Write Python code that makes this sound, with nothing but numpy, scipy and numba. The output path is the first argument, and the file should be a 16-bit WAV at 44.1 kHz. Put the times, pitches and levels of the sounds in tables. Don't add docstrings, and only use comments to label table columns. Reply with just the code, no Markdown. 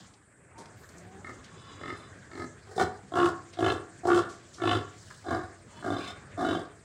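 import sys
import numpy as np
from scipy import signal
from scipy.fft import rfft, irfft, next_fast_len
from scipy.io import wavfile
from numba import njit

SR = 44100
rng = np.random.default_rng(int(sys.argv[2]) if len(sys.argv) > 2 else 0)


def linear_from_db(decibels):
    return 10 ** (np.asarray(decibels, float) / 20)


def generate_wav(sig):
    pcm = np.round(np.clip(np.atleast_2d(sig).T, -1, 1) * 32767).astype(np.int16)
    wavfile.write(sys.argv[1], SR, pcm)


N = 301644

# first flap in seconds, flaps per second at the opening, flaps per second
# once steady, stretch of the resonances (factor), snout tilt in dB per kHz.
GRUNT_CALLS = [(1.245, 43, 42, 0.91, 3), (1.812, 45.8, 44, 0.93, -3), (2.314, 55, 45, 0.97, 7),
               (2.671, 52, 50, 1.25, 1), (2.779, 52, 79.4, 1.095, 4.5), (3.119, 51.3, 70.5, 0.95, -4.5),
               (3.57, 56.4, 53, 1.01, -5.5), (4.033, 47.5, 69.5, 1.034, -5), (4.581, 55, 53.5, 0.986, -3),
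               (5.2429, 48.3, 47.5, 1, 5.5), (5.826, 58.5, 48.4, 0.98, -0.5),
               (6.376, 61.7, 49.2, 0.99, -4.5)]
# time in seconds, effort in dB,
# mouth opening in dB against effort, snout rasp in dB against the mouth.
EFFORT_CURVES = [
    [(1.24, -52, 1, -24), (1.246, -51, 8.5, -24), (1.31, -49.5, 3.5, -22), (1.324, -60, -11, -28),
     (1.33, -57, -14, -27)],
    [(1.79, -55, -8, -17), (1.82, -47, 0, -18), (1.91, -43, 4.5, -16), (1.972, -54, -14, -17),
     (1.98, -63, -1, -12)],
    [(2.31, -52, 2, -15), (2.394, -41, -3.5, -14), (2.442, -42, -1.5, -14), (2.456, -53, -9, -17),
     (2.48, -61, -15, -20)],
    [(2.663, -61, -9, -30), (2.669, -49, -5, -27), (2.743, -48.5, -14, -27), (2.757, -56, -5, -27),
     (2.765, -37, -19, -23)],
    [(2.77, -46, -8, -20), (2.778, -31.5, -11, -6), (2.8, -24.5, -3.5, -15), (2.835, -27, -7, -10),
     (2.85, -40, -9, -3), (2.88, -53, -6, -21)],
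    [(3.11, -63, -26, -15), (3.122, -39.5, -8.5, -12), (3.172, -25.5, -3.5, -14), (3.21, -26.5, -1, -11.5),
     (3.262, -26.5, -2.5, -13.5), (3.275, -28, -8.5, -13), (3.33, -49, -10, -20)],
    [(3.563, -67, 1, -15), (3.575, -46, -5, -5), (3.593, -30, -11.5, -3), (3.612, -30, -13, -8),
     (3.65, -27, -4.5, -6.5), (3.707, -29, -3, -2.5), (3.728, -27.5, -7, -11), (3.742, -35.5, -15, -10),
     (3.78, -44, -10, -10)],
    [(4.025, -58, -8, -31), (4.053, -26.5, -17.5, -20.5), (4.078, -26, -9.5, -23), (4.109, -25, 0.5, -17.5),
     (4.175, -23.5, -11, -9), (4.198, -24, -8.5, -10), (4.212, -34, -4.5, -16), (4.23, -39.5, 2.5, -15)],
    [(4.575, -60, 7.5, -28), (4.605, -43.5, 1, -26), (4.625, -31.5, -5, -9.5), (4.68, -28.5, -3.5, -1),
     (4.735, -28, -2.5, -4), (4.8, -41, -6.5, -5.5)],
    [(5.233, -46, -14, -22), (5.241, -46, -3, -11), (5.291, -34.5, -4, -15), (5.369, -34.5, -2.5, -17.5),
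     (5.46, -52, 1, -21)],
    [(5.82, -52, 2, -18), (5.84, -48, -0.5, -18), (5.848, -37, -5, -17), (5.888, -32.5, -5.5, -20),
     (5.91, -35, -7, -13), (5.94, -33, -4, -7), (6.02, -47.5, -4, -11)],
    [(6.368, -48, -8, -18), (6.378, -42.5, -5.5, -18), (6.396, -34, -7.5, -12), (6.412, -32.5, -5, -18),
     (6.5, -30, -6, -5), (6.556, -34, -5, -7.5), (6.62, -48.5, -8.5, -8)],
]


def pigs():
    out = np.zeros(N)
    for row, curve in zip(GRUNT_CALLS, EFFORT_CURVES):
        at = round(curve[0][0] * SR)
        call = grunt(*row, list(curve))
        out[at:at + len(call)] += call[:N - at]
    return out


# length in seconds, roughness 0-1.
ROUGHNESS_BY_LENGTH = [(.1, 0.48), (.2, 0.21)]
# flaps per second, mouth tilt in dB per kHz.
VOWEL_TILT_BY_RATE = [(56, 2.5), (68, 0.5), (72, -14), (77, 9.5)]
# flaps per second, level in dB against effort.
CHEST_LEVEL_BY_RATE = [(42, 0), (47.5, 0.5), (51, -12.5), (53.5, -1), (60, -18), (71, -10)]
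# flaps per second, level in dB against effort.
LOCK_LEVEL_BY_RATE = [(66, -28), (69, 2.5), (72, 3), (75, -30)]
SNOUT_FLARE_CURVE = [(0, 1.3), (.12, 1.3), (.25, 0.975), (.7, 1.01), (1, 1.08)]
# frequency in Hz, first-pass width in Hz,
# level in dB against effort before roughness.
BELLY_THUMPS = [(157, 102, -17.5), (150, 110, -11), (189, 158, -12)]


def grunt(first, opening, steady, stretch, tilt_db, curve):
    second_pig_until_s, head_lowered_s = 2.5, 5
    release_s, tail_s = 0.11, 0.082
    steady_at_share, last_flaps_share = 0.35, 0.95
    lowered_rough, belly_rough_db = 0.2, 13.5
    chest_hz, chest_width_hz = 103.7, 37
    lock_hz, lock_full_at_share, lock_takes_share = 347.3, 0.49, 0.6
    lips_share, lips_per_db = 0.48, 0.004

    start, end = curve[0][0], curve[-1][0]
    pig = 1 if first < second_pig_until_s else 2 * (first > head_lowered_s)
    own_rough = np.interp(end - start, *np.transpose(ROUGHNESS_BY_LENGTH))
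    rough = own_rough + lowered_rough * (pig == 2)
    t = start + np.arange(round((end - start + tail_s) * SR)) / SR
    along = np.clip((t - first) / (end - first), 0, 1)

    rate = np.interp(along, [0, steady_at_share, 1], [opening, steady, steady * last_flaps_share])
    cycles = np.cumsum(rate * (t >= first)) / SR
    count = int(cycles[-1]) + 1
    chance = rng.standard_normal((40, 13))[:count]
    flap = np.arange(count)
    flap_cycle = flap + 0.09 * rough * chance[:, 0] * opening / steady * (flap > 0)
    at = np.minimum(np.searchsorted(cycles, flap_cycle + 1e-6), len(t) - 1)

    unevenness_db = np.linspace(1.2, 5.0, 12)
    clicks = np.zeros((12, len(t)))
    clicks[:, at] = linear_from_db(4.1 * rough * chance[:, :1] + unevenness_db * chance[:, 1:]).T
    gust = signal.lfilter([1], [1, -np.exp(-1 / (0.016 * SR))], clicks[-1])
    gust_level = 0.09 * rough * (0.6 + 0.8 * along) * (gust + 0.45)
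    gust_share = np.linspace(1, 0.6, 12)[:, None]
    sources = clicks + gust_level * gust_share * rng.standard_normal(len(t))

    effort_db, opening_db, snout_db = in_time(curve + [(end + release_s, -80, 0, -20)], t)
    effort = linear_from_db(effort_db)
    mouth = linear_from_db(effort_db + opening_db)
    snout = mouth * linear_from_db(snout_db)
    nostril = linear_from_db(-55 + 0.88 * (effort_db + 24) + 6 * along + 24 * own_rough)

    throat_stretch = stretch * (0.94 + (0.98 - 0.94) * along)
    mouth_stretch = (1 + (0.98 - 1) * along) * stretch ** lips_share + lips_per_db * (opening_db + 5)
    nasal_db = 0.5 + (-10 - 0.5) * along
    tilt_swing_db = -8 + (1 + 8) * along
    vowel_db = np.interp(steady, *np.transpose(VOWEL_TILT_BY_RATE))
    flare = np.interp(along, *np.transpose(SNOUT_FLARE_CURVE))
    low, mid, high = airway(sources, pig, throat_stretch, mouth_stretch, nasal_db,
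                            tilt_db + tilt_swing_db, vowel_db, flare)

    hum = resonance(effort * sources[0], chest_hz, chest_width_hz)
    hum = resonance(hum, chest_hz, 2 * chest_width_hz)
    hum *= linear_from_db(np.interp(steady, *np.transpose(CHEST_LEVEL_BY_RATE))) * effort.max() / np.abs(hum).max()

    belly_hz, width_hz, belly_db = BELLY_THUMPS[pig]
    thump = resonance(resonance(sources[0], belly_hz, width_hz), belly_hz, 2 * width_hz)
    hiss = nostril_hiss(size=len(t)) * rms_one(gust + 0.7)

    lock = linear_from_db(np.interp(steady, *np.transpose(LOCK_LEVEL_BY_RATE)))
    lock_swell = np.minimum(along / lock_full_at_share, 1) ** 2
    locked = effort * lock * lock_swell * np.sin(2 * np.pi * lock_hz * t)
    throat_level = effort * (1 - lock_takes_share * np.minimum(lock, 1) * along)

    voice = evened(low, throat_level) + evened(mid, mouth) + evened(high, snout)
    body = hum + locked + evened(thump, effort * linear_from_db(belly_db + belly_rough_db * rough))
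    return voice + body + evened(hiss, nostril)


# frequency in Hz, first-pass width in Hz, level in dB.
AIRWAY_RESONANCES = [
    [(347, 73, 1.5), (713.3, 55, 4.5), (1136, 62, 8), (1372, 83, 6.5), (1712, 43, 2.5), (2190, 58, -6),
     (2615, 194, -0.5), (3000, 127, 1), (3540, 82, 6), (3992, 48, 5.5), (5020, 140, -0.5)],
    [(312, 117, 11.5), (563, 190, 3.5), (1130, 58, -3), (1283, 58, 6), (1806, 70, 2), (2130, 75, -0.5),
     (2920, 300, 0), (3520, 310, -3), (4200, 140, 5), (4640, 130, 3), (5300, 210, -8)],
    [(318, 71, 1.5), (715, 78, 4), (1192, 140, 7), (1400, 97, 5), (1633, 64, 4.5), (2185, 47, -7.5),
     (2770, 60, -12), (3076, 39, -1.5), (3567, 61, 3), (3960, 35, 6), (4950, 210, -6)],
]


def airway(sources, pig, throat, mouth, nasal_db, tilt_db, vowel_db, flare=1):
    wander = 0.015
    second_pass_wider = 2.95
    parts = np.zeros((3, len(throat)))
    for k, (hz, width_hz, db) in enumerate(AIRWAY_RESONANCES[pig]):
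        ends = 1 + wander * (k > 0) * rng.standard_normal(3)
        drifting = np.interp(np.linspace(0, 2, len(throat)), [0, 1, 2], ends)
        stretch = throat if k == 0 else mouth
        if k in (6, 7):
            stretch = stretch * flare
        centre = hz * drifting * stretch
        r = np.exp(-np.pi * width_hz / SR)
        rung = gliding(gliding(sources[k], centre, r), centre, r ** second_pass_wider)

        lean_db = nasal_db * (k == 1)
        lean_db = lean_db + tilt_db * (k > 5) * (hz - 3300) / 1000
        lean_db = lean_db + vowel_db * (1 < k < 6) * (hz - 1400) / 1000
        sign = -1 if (pig, k) == (2, 1) else 1
        part = (k > 1) + (k > 5)
        parts[part] += sign * linear_from_db(db + lean_db) * rung
    return [rms_one(part) for part in parts]


@njit
def gliding(x, hz, r):
    out, turn = np.zeros(len(x) + 2), 2 * r * np.cos(2 * np.pi * hz / SR)
    for i in range(2, len(x)):
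        out[i] = (1 - r * r) / 2 * (x[i] - x[i - 2]) + turn[i] * out[i - 1] - r * r * out[i - 2]
    return out[:len(x)]


# frequency in Hz, relative density in dB per Hz.
HISS_SPECTRUM = [(2650, -6.5), (4500, -2), (6040, -7.5), (7590, -10), (8820, -10.5), (12900, -35.5),
                 (14700, -27), (15500, -23)]
# frequency in Hz, width in Hz, level in dB.
NOSTRIL_PEAKS = [(5280, 78, -11), (7530, 230, -1)]


def nostril_hiss(size):
    air = band(band(shaped_noise(HISS_SPECTRUM, size=size), 3800, 22000), 4200, 20000)
    whistles = sum(linear_from_db(db) * resonance(air, hz, width_hz) for hz, width_hz, db in NOSTRIL_PEAKS)
    return rms_one(air + whistles)


# start in seconds, end in seconds,
# throat level in dB, mouth level in dB, nostril level in dB, stretch of the resonances (factor).
BREATH_ROWS = [(1.42, 2.15, -68, -55.5, -87, 0.995), (4.878, 5.284, -92, -96, -58.5, 0.7),
               (5.652, 5.905, -59, -57, -65, 0.85), (5.96, 6.142, -47.5, -44, -54, 1.03)]


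def breaths():
    loudest_share, snout_db, vowel_db_per_khz = 0.61, -2, -15
    out, flutter, wander = np.zeros(N), linear_from_db(2.0 * drift(59)), drift(4.1)
    for start, end, throat_db, mouth_db, nostril_db, stretch in BREATH_ROWS:
        at, size = round(start * SR), round((end - start) * SR)
        ramp = np.interp(np.arange(size) / size, [0, loudest_share, 1], [0, 1, 0])
        swell = np.sin(np.pi / 2 * ramp)
        shape = stretch * (1 + 0.01 * wander[at:at + size])
        air = rng.standard_normal(N // 4)[:size]
        low, mid, high = airway([air] * 11, 0, shape, shape, 0, 0, vowel_db_per_khz)
        breath = linear_from_db(throat_db) * low + linear_from_db(mouth_db) * (mid + linear_from_db(snout_db) * high)
        out[at:at + size] += swell * (breath + linear_from_db(nostril_db) * nostril_hiss(size=size))
    return out * flutter


def voice_notch(x):
    return x - resonance(x, hz=2430, width_hz=260)


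# peak time in seconds, peak level in dB, centre in Hz,
# width in octaves, fade t60 in seconds.
PUFF_ROWS = [(0.139, -59.5, 4200, 1.4, 0.075), (.56, -49.5, 913, 0.11, 0.29), (.59, -48, 430, 2.75, 0.43),
             (0.588, -53, 5360, 1.6, 0.26), (0.658, -49, 3600, 2.1, 0.03), (.8, -70, 12500, 0.66, 0.97),
             (.836, -58, 5000, 1.1, 0.047), (0.891, -51, 5800, 1.2, 0.042),
             (0.983, -50.5, 6600, 1.1, 0.041), (1.444, -51, 3000, 2.6, 0.14),
             (1.975, -61, 7960, 0.68, 0.33), (2.469, -57, 6900, 0.59, 0.44),
             (3.536, -49.5, 1720, 3.7, 0.16), (4.3, -52, 5000, 1.65, 0.31), (4.546, -51.5, 4970, 1.5, 0.35),
             (5.106, -43, 1420, 1.02, 0.092), (5.555, -68, 6400, .12, 0.11), (6.039, -48, 3760, 0.3, .35),
             (6.009, -48.5, 2420, 0.38, .4), (6.065, -49, 2170, 0.24, .25)]


def puffs():
    out, t = np.zeros(N), np.arange(N) / SR
    for s, db, hz, octaves, t60 in PUFF_ROWS:
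        rise = 0.05 * t60
        near = (t > s - rise) & (t < s + 0.4)
        since = t[near] - s
        shape = np.minimum(1 + since / rise, 1) * linear_from_db(-60 * np.maximum(since, 0) / t60)
        low_hz, high_hz = hz / 2 ** (octaves / 2), hz * 2 ** (octaves / 2)
        grit = rng.standard_normal(N // 10)[:near.sum()]
        grit = band(grit * abs(grit), low_hz, high_hz)
        out[near] += linear_from_db(db) * shape * rms_one(band(grit, low_hz, high_hz))
    return out


# time in seconds, pitch in Hz, level in dB.
MOAN_CURVE = [(.9, 172.6, -67), (.95, 172.5, -60), (1.05, 182.8, -59), (1.15, 195, -53), (1.22, 199, -58)]
# multiple of the pitch, level in dB.
MOAN_OVERTONES = [(1, 4), (2, -2), (4, -0.5)]


def moan():
    hz, db = in_time(MOAN_CURVE, np.arange(N) / SR)
    phase = 2 * np.pi * np.cumsum(hz * (1 + 0.028 * drift(31))) / SR
    sounding = (hz > MOAN_CURVE[0][1]) * (hz < MOAN_CURVE[-1][1])
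    tone = sum(linear_from_db(g + 2.0 * drift(8.1)) * np.sin(k * phase) for k, g in MOAN_OVERTONES)
    return linear_from_db(db) * sounding * tone


# frequency in Hz, level in dB, decay t60 in seconds.
RINGING_TONES = [(99.9, 4, 0.75), (141.6, 7.5, 0.5), (250, 6, 0.32), (365.2, -1.5, 0.09),
                 (343.5, -7.5, 0.46), (723, -12, 0.36), (1080, -4, 0.27)]


def pen(x):
    t60_s, wall_cut_hz, echo_db = 0.48, 4450, -16
    size = next_fast_len(N + SR)
    turn = np.exp(-2j * np.pi * np.arange(size // 2 + 1) / size)
    dull = np.exp(-2 * np.pi * wall_cut_hz / SR)
    lags = [523, 641, 773, 887, 1013, 1163, 1297, 1451, 1613, 1801]
    echo = 0
    for k, lag in enumerate(lags):
        loop = linear_from_db(-60 * lag / SR / t60_s) * (1 - dull) / (1 - dull * turn) * turn ** lag
        echo = echo + (-1) ** k * loop / (1 - loop)
    out = linear_from_db(echo_db) * irfft(rfft(x, size) * echo, size)[:N]
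    for hz, db, t60 in RINGING_TONES:
        out += linear_from_db(db) * resonance(x + 1e-18, hz, np.log(1000) / (np.pi * t60))
    return out


# time in seconds, level in dB.
CRICKET_LEVEL = [(0, -68), (1.4, -65), (2.4, -76), (3.9, -59), (4.8, -72), (5.6, -61.5), (6.84, -64.5)]


def cricket():
    chirps_per_s, chirp_at_s, chirp_s = 11, 5.521, 0.036
    top_hz, fall_hz = 8760, 814
    t = np.arange(N) / SR
    since_chirp_s = ((t - chirp_at_s) * chirps_per_s % 1) / chirps_per_s
    along = np.minimum(since_chirp_s / chirp_s, 1)
    hz = top_hz - fall_hz * along ** 2.3
    shape = np.sin(np.pi * along ** 0.8)
    return linear_from_db(in_time(CRICKET_LEVEL, t)[0]) * shape * np.sin(2 * np.pi * np.cumsum(hz) / SR)


# time in seconds, low murmur in dB, airy hiss in dB.
YARD_LEVELS = [(0, -54.5, -56), (.25, -63, -80), (.52, -55.5, -79.5), (.62, -53.5, -67),
               (1.4, -52.5, -63.5), (2.05, -51, -63.5), (2.6, -55.5, -66), (3.98, -54.5, -64.5),
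               (5.0, -55, -60.5), (5.62, -54, -65.5), (6.3, -50.5, -64), (6.84, -56.5, -68.5)]
# frequency in Hz, relative density in dB per Hz.
YARD_SPECTRUM = [(18, -56), (30, -16.5), (97, 2.5), (208, -7), (360, -8.5), (876, -17), (1680, -13.5),
                 (2840, -28), (5910, -29), (7680, -23), (11400, -52.5), (15600, -43)]


def yard(patchy_db):
    low, airy = in_time(YARD_LEVELS, np.arange(N) / SR)
    # murmur, its middle, airy hiss, insect hiss, the faint top of the airy hiss, 24 dB lower
    levels_db = [low, low - 5.5, airy, -70, airy - 24]
    range_edges_hz = [600, 2300, 6500, 10000]
    ranges, edges = np.zeros((5, N)), 30 * 2 ** np.arange(0, 9.6, 0.5)
    white = [shaped_noise(YARD_SPECTRUM, size=N), shaped_noise(YARD_SPECTRUM, size=N)]
    for k, (a, b) in enumerate(zip(edges, edges[1:])):
        which = np.searchsorted(range_edges_hz, np.sqrt(a * b))
        steadiness = 0.4 if which == 3 else 1
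        flicker_db = patchy_db * (drift(6.3) + 4.06 * drift(13.6)) * steadiness
        ranges[which] += band(band(white[k % 2], a, b), a / 1.023, b * 1.36) * linear_from_db(flicker_db)
    return sum(linear_from_db(db) * rms_one(r) for db, r in zip(levels_db, ranges))


def rms_one(x):
    return x / np.sqrt(np.mean(x ** 2) + 1e-20)


def evened(part, envelope):
    return rms_one(part * envelope) * np.sqrt(np.mean(envelope ** 2))


def in_time(rows, t):
    s, *columns = np.transpose(rows)
    return [np.interp(t, s, c) for c in columns]


def resonance(x, hz, width_hz):
    r = np.exp(-np.pi * width_hz / SR)
    poles = [1, -2 * r * np.cos(2 * np.pi * hz / SR), r * r]
    return signal.lfilter([(1 - r * r) / 2, 0, (r * r - 1) / 2], poles, x)


def band(x, low_hz, high_hz):
    edges_hz = [low_hz, min(high_hz, 0.45 * SR)]
    return signal.sosfilt(signal.butter(2, edges_hz, "band", fs=SR, output="sos"), x)


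def drift(rate):
    r = np.exp(-80 * np.pi * rate / SR)
    slow = signal.lfilter([1], [1, -2 * r, r * r], rng.standard_normal(N // 40 + 2002))[2000:]
    return np.interp(np.arange(N) / 40, np.arange(len(slow)), rms_one(slow))


def shaped_noise(spectrum, size):
    hz, db = np.transpose(spectrum)
    f = np.maximum(np.arange(size // 2 + 1) * SR / size, 10)
    gain = linear_from_db(np.interp(np.log(f), np.log(hz), db))
    return rms_one(irfft(rfft(rng.standard_normal(size)) * gain, size))


def scene():
    voices = pigs() + breaths()
    close = voice_notch(voice_notch(voices)) + puffs() + moan()
    return (close + pen(close) + yard(patchy_db=0.75) + cricket())[None]


def band_limit(x):
    return signal.sosfilt(signal.butter(12, 15710, fs=SR, output="sos"), x)


def record(dry):
    mix = signal.sosfilt(signal.butter(2, 55, "high", fs=SR, output="sos"), dry)
    return band_limit(mix)


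dry = scene()
out = record(dry)
generate_wav(out)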